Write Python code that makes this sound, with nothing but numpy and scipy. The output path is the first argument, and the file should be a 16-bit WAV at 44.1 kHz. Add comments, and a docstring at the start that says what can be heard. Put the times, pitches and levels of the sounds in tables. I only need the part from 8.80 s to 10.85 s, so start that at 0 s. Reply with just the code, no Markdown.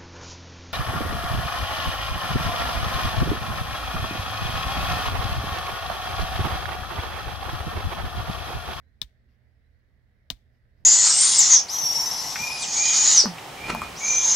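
"""Pressure flaking of flint, outdoors

Two flakes snap off a hand-held flint under a pressure tool: damped stone modes, a flake ring and crackling noise.
Each snap adds low modes for the knock into the padded hand and the jolt of hands and knee, then reflections.
Shaped noise makes the scuffs, the sleeve rustle and the outdoor air; short rings with grit make the ticks.
Behind are a wavering low hum and a far bird, whistled as gliding sines.
"""
import sys
import numpy as np
from scipy import signal
from scipy.fft import rfft, irfft
from scipy.io import wavfile
from scipy.ndimage import uniform_filter1d

SR = 44100
rng = np.random.default_rng(int(sys.argv[2]) if len(sys.argv) > 2 else 0)


def store_wav(level_fs):
    """Save 16-bit WAV to argv[1]."""
    pcm = np.round(np.clip(np.atleast_2d(level_fs), -1, 1) * 32767)
    wavfile.write(sys.argv[1], SR, pcm.T.astype(np.int16))


N = 90404  # samples


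def amp(db):
    """Decibels to gain."""
    return 10 ** (np.asarray(db) / 20)


def unit(x):
    """Scales to an rms of one."""
    return x / np.sqrt(np.mean(x ** 2) + 1e-20)


def read(points, hz):
    """Interpolates a spectrum on a log-frequency axis."""
    f, value = np.transpose(points)
    return np.interp(np.log(hz + 1), np.log(f + 1), value)


def add(mix, start_s, sound):
    """Mixes a stereo sound in at a time, cut at the end of the mix."""
    start = max(round(start_s * SR), 0)
    part = mix[:, start:][:, :sound.shape[1]]
    part += sound[:, :part.shape[1]]


def colour(x, points):
    """Filters a sound by a spectrum in dB."""
    size = x.shape[-1]
    gain = amp(read(points, np.fft.rfftfreq(size, 1 / SR)))
    return irfft(rfft(x) * gain, size)


def swell(t, rise_s, t60_s):
    """Straight rise, then exponential decay."""
    decay = np.exp(-np.log(1000) * np.maximum(t - rise_s, 0) / t60_s)
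    return np.clip(t / rise_s, 0, 1) * decay


def ring(t, hz, rise_s, t60_s):
    """One damped mode."""
    return swell(t, rise_s, t60_s) * np.sin(2 * np.pi * hz * t)


def correlate(left, other, same):
    """Right-channel noise with a given likeness to the left."""
    return same * left + np.sqrt(1 - same ** 2) * other


# right minus left: freq_hz, level_db
GRIT_SIDE = [(300, 7), (1700, 8), (2400, 3), (3200, -13.5), (5000, -15.5), (8000, -23.5), (14000, -23.5)]


def grit(size, points, same):
    """Stereo noise of a given colour and left-right likeness; its treble favours the left."""
    left, other = colour(rng.standard_normal((2, size)), points)
    right = unit(correlate(left, other, np.clip(same, 0, 1)))
    return np.array([unit(left), colour(right, GRIT_SIDE)])


def grains(size, uneven_db):
    """An uneven level that changes about every half millisecond."""
    drift = unit(uniform_filter1d(rng.standard_normal(size), size=24))
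    return unit(amp(uneven_db * np.clip(drift, -2, 2)))


# air spectrum: freq_hz, relative_db_per_hz
AIR_COLOUR = [(15, -56.5), (25, -26.5), (45, -6), (68, 1.5), (97, -19), (127, -12.5), (145, -25.5),
              (212, -17.5), (317, -28.5), (405, -27), (575, -29), (624, -27), (962, -39), (1330, -38.5),
              (1940, -28.5), (2610, -41.5), (4140, -46), (6920, -56.5), (16000, -56)]
# left-right likeness: freq_hz, likeness_ratio
AIR_SAME = [(60, 0.7), (180, 1), (550, 0.44), (1650, 0.08), (4970, 0.16), (15000, 0.03)]
# left minus right: freq_hz, level_db
AIR_SIDE = [(60, -3), (100, -5.5), (180, -6), (310, -5.5), (550, -5), (950, 0), (1650, -13), (2860, 3.5),
            (4970, 14), (8640, 0.5), (15000, 3)]
AIR_RMS_DB, PATCH_DB = -62.5, 1.01


def air():
    """Outdoor rumble and hiss: shaped noise with slightly drifting time-frequency patches."""
    frames, hz = N // 512 + 5, np.fft.rfftfreq(2048, 1 / SR)
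    a, b, c, d, patches = rng.standard_normal((frames, len(hz), 5)).T
    patches = uniform_filter1d(patches, size=20, axis=0)  # across frequency
    patches = unit(uniform_filter1d(patches, size=8, axis=1))  # across time
    same = np.clip(read(AIR_SAME, hz), -1, 1)[:, None]
    half_side_db = read(AIR_SIDE, hz)[:, None] / 2
    left = a + 1j * b
    right = correlate(left, c + 1j * d, same)
    z = np.array([left * amp(half_side_db), right * amp(-half_side_db)])
    z *= amp(read(AIR_COLOUR, hz)[:, None] + PATCH_DB * patches)
    noise = signal.istft(z, nperseg=2048, noverlap=1536)[1][:, :N]
    return amp(AIR_RMS_DB) * unit(noise)


# distant machine: freq_hz, right_rms_db, waver_share
HUM = [(74, -64, .7), (119.8, -66, .2)]
HUM_LEFT_DB = -13.5  # re right


def hum(waver_hz=9):
    """Low machine tones; summed slow phasors waver their strength and phase."""
    t, out = np.arange(N) / SR, np.zeros(N)
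    for hz, db, waver in HUM:
        phasors = rng.uniform(-1, 1, (16, 2))  # frequency share, phase in cycles
        drift = sum(np.exp(2j * np.pi * (waver_hz * f * t + p)) for f, p in phasors) / np.sqrt(16)
        tone = (1 - waver + waver * drift) * np.exp(2j * np.pi * hz * t)
        out += amp(db) * unit(tone.real)
    return amp([[HUM_LEFT_DB], [0]]) * out


# far bird: start_s, length_s, start_hz, end_hz, left_peak_db
WHISTLES = [(.02, .1, 3880, 4130, -80), (.83, .065, 3980, 4050, -81), (.915, .07, 4150, 4600, -85),
            (.99, .03, 4350, 4100, -82)]
BIRD_RIGHT_DB = -19  # re left


def whistle(length_s, start_hz, end_hz, db):
    """A far bird's thin note: one sine gliding straight in pitch."""
    size = round(length_s * SR)
    pitch_hz = np.linspace(start_hz, end_hz, size)
    note = np.sin(2 * np.pi * np.cumsum(pitch_hz) / SR)
    return amp(db) * np.sqrt(np.hanning(size)) * note * amp([[0], [BIRD_RIGHT_DB]])


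# flint modes: freq_hz, t60_s, snap_1_relative_db, snap_2_relative_db
STONE = [(3030, .026, -33, -27.5), (3210, .0175, -40, -17.5), (3630, .016, -17, -19.5),
         (3810, .0058, -10.5, -12), (4030, .02, -26.5, -20), (4580, .008, -30, -20),
         (5180, .0028, -20, -28.5), (6050, .012, -31, -22.5)]
# stone, right minus left: freq_hz, level_db
STONE_SIDE = [(2500, -14), (3500, -13), (4200, -19.5), (6000, -23)]
RADIATES_ABOVE_HZ, STONE_DB = 2720, -1.5


def stone_ring(t, which, run_s):
    """Damped flint modes rise as the crack runs; the small stone radiates only treble."""
    modes = sum(amp(STONE_DB + dbs[which]) * ring(t, hz, run_s, t60_s) for hz, t60_s, *dbs in STONE)
    highpass = signal.butter(6, RADIATES_ABOVE_HZ, "high", fs=SR, output="sos")
    left = signal.sosfilt(highpass, modes)
    right = colour(np.pad(left, (0, len(t))), STONE_SIDE)[:len(t)]
    return np.array([left, right])


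FLAKE_HZ, FLAKE_T60_S = 1753, 0.0257
FLAKE_DBS, FLAKE_LEFT_DB = (-34.5, -38.5), -12.5  # right per snap; left re right


def flake_ring(t, which, run_s):
    """The flake rings briefly as one damped mode."""
    return amp(FLAKE_DBS[which]) * amp([[FLAKE_LEFT_DB], [0]]) * ring(t, FLAKE_HZ, run_s, FLAKE_T60_S)


# fracture colour: freq_hz, relative_db
CRACKLE = [(300, -30.5), (1400, -20), (2300, -7), (3000, -4), (3600, 1.5), (4600, -3), (6000, -9),
           (7200, -9), (8500, -7), (11500, -16), (14500, -7), (16000, -9)]
CRACKLE_T60_S, CRACKLE_UNEVEN_DB = .009, 3
DIRECT_SAME = 0.52  # left-right likeness


def crackle(t, run_s):
    """Fracture noise in uneven grains, rising as the crack runs."""
    noise = grit(len(t), CRACKLE, DIRECT_SAME) * grains(len(t), CRACKLE_UNEVEN_DB)
    return noise * swell(t, run_s, CRACKLE_T60_S)


# near reflections: delay_s, gain_db
ECHOES = [(.00203, -16), (.00453, -20), (.00851, -21), (.0128, -19)]


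def reflect(direct):
    """The direct snap plus its delayed, weaker copies."""
    out = direct.copy()
    for delay_s, db in ECHOES:
        add(out, delay_s, amp(db) * direct)
    return out


# scattered colour: freq_hz, relative_db
GRAVEL = [(300, -23), (1400, -21.5), (2400, -11.5), (3000, -5), (3500, 3), (4400, -5), (6000, -9.5),
          (7200, -14.5), (8500, -14.5), (11000, -21.5), (14500, -14.5), (16000, -20)]
SCATTER_DB, SCATTER_T60_S, SCATTER_RISE_S = -9, .066, .003
TAIL_DB, TAIL_T60_S = -36, .34
SCATTER_SAME, SCATTER_UNEVEN_DB = 0.14, 2.5


def gravel_scatter(t):
    """Gravel scatters the snap back as wide noise with a fast and a slow decay."""
    level = amp(SCATTER_DB) * swell(t, SCATTER_RISE_S, SCATTER_T60_S)
    level += amp(TAIL_DB) * swell(t, SCATTER_RISE_S, TAIL_T60_S)
    return level * grit(len(t), GRAVEL, SCATTER_SAME) * grains(len(t), SCATTER_UNEVEN_DB)


# tool into padded hand: freq_hz, t60_s, snap_1_relative_db, snap_2_relative_db
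KNOCK = [(145.8, 0.049, 4.5, -0.5), (258, 0.085, -4.5, -3.5), (500, 0.024, -6, -10.5), (623, .03, -17, -3),
         (705.6, 0.06, -21.5, -6.5), (1000, 0.047, -2, -5.5), (1193, 0.018, -3, -4)]
KNOCK_RISE_CYCLES, KNOCK_LEFT_DB = 0.73, -6.5  # left re right


def knock(t, which):
    """The tool knocks dully into the padded hand: modes rising within a cycle."""
    modes = sum(amp(dbs[which]) * ring(t, hz, KNOCK_RISE_CYCLES / hz, t60_s) for hz, t60_s, *dbs in KNOCK)
    return amp([[KNOCK_LEFT_DB], [0]]) * modes


# hands and knee: freq_hz, t60_s, relative_db, delay_s
JOLT = [(54, .15, -1, .023), (78, .07, -5, .004), (40, .3, -11, .018)]
JOLT_RISE_S, JOLT_LEFT_DB = .004, -6.5  # left re right


def jolt(t):
    """Hands jolt against the knee: delayed, damped bass modes."""
    modes = sum(amp(db) * ring(t - delay_s, hz, JOLT_RISE_S, t60_s) for hz, t60_s, db, delay_s in JOLT)
    return amp([[JOLT_LEFT_DB], [0]]) * modes


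# snaps: start_s, crack_run_s, crackle_gain_db, knock_gain_db, jolt_gain_db
SNAPS = [(.21598, .0015, -25.5, -45, -39), (1.50216, .0003, -22.5, -35, -36.5)]


def snap(which, run_s, crackle_db, knock_db, jolt_db):
    """The crack runs, stone and flake ring, the hands jolt and the surroundings answer."""
    t = np.arange(SR // 2) / SR
    direct = stone_ring(t, which, run_s) + flake_ring(t, which, run_s)
    direct += amp(crackle_db) * crackle(t, run_s)
    out = reflect(direct) + amp(crackle_db) * gravel_scatter(t)
    return out + amp(knock_db) * knock(t, which) + amp(jolt_db) * jolt(t)


# tool set on the edge: start_s, length_s, gain_db
SCUFFS = [(.46, .13, -79), (1.69, .13, -81), (1.91, .18, -80)]
# scuff and tick grit: freq_hz, relative_db
SCUFF_COLOUR = [(300, 5), (1500, -5.5), (2900, 4), (4000, -1.5), (5000, 8), (7000, -11), (10000, -21),
                (14000, -1), (16000, -34)]
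# sleeve rustle as the hands part: start_s, length_s, gain_db
SLEEVE = (1.95, .17, -63)
# sleeve: freq_hz, relative_db
SLEEVE_COLOUR = [(30, -2), (80, 6.5), (250, -9), (600, -24), (1200, -43), (6000, -60)]


def scuff(length_s, db, points):
    """A short rub of tool or sleeve: coloured noise in uneven grains, swelling and fading."""
    size = round(length_s * SR)
    return amp(db) * np.hanning(size) * grains(size, uneven_db=1) * grit(size, points, DIRECT_SAME)


# tool and loose chips: start_s, freq_hz, gain_db
TICKS = [(.487, 2800, -73), (1.565, 3000, -66), (1.75, 2900, -77)]
TICK_RISE_S, TICK_T60_S, TICK_GRIT_DB = 0.0049, 0.037, -6


def tick(hz, db, right_db=-12):
    """A light touch on the stone: one short ring and a little grit."""
    t = np.arange(SR // 10) / SR
    tone = amp([[0], [right_db]]) * np.sin(2 * np.pi * hz * t)
    noise = amp(TICK_GRIT_DB) * grit(len(t), SCUFF_COLOUR, DIRECT_SAME)
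    return amp(db) * swell(t, TICK_RISE_S, TICK_T60_S) * (tone + noise)


def scene():
    """Bird, snaps and handling over the outdoor background."""
    mix = air() + hum()
    for start_s, *row in WHISTLES:
        add(mix, start_s, whistle(*row))
    for which, (start_s, *row) in enumerate(SNAPS):
        add(mix, start_s, snap(which, *row))
    for start_s, *row in SCUFFS:
        add(mix, start_s, scuff(*row, SCUFF_COLOUR))
    for start_s, *row in TICKS:
        add(mix, start_s, tick(*row))
    start_s, *row = SLEEVE
    add(mix, start_s, scuff(*row, SLEEVE_COLOUR))
    return mix


EDGE_HZ = 16000


def record(dry):
    """The recorder's band limit: a linear-phase low-pass."""
    lowpass = signal.firwin(511, EDGE_HZ, window=("kaiser", 9), fs=SR)
    return signal.oaconvolve(dry, lowpass[None], "same")


dry = scene()
out = record(dry)
store_wav(out)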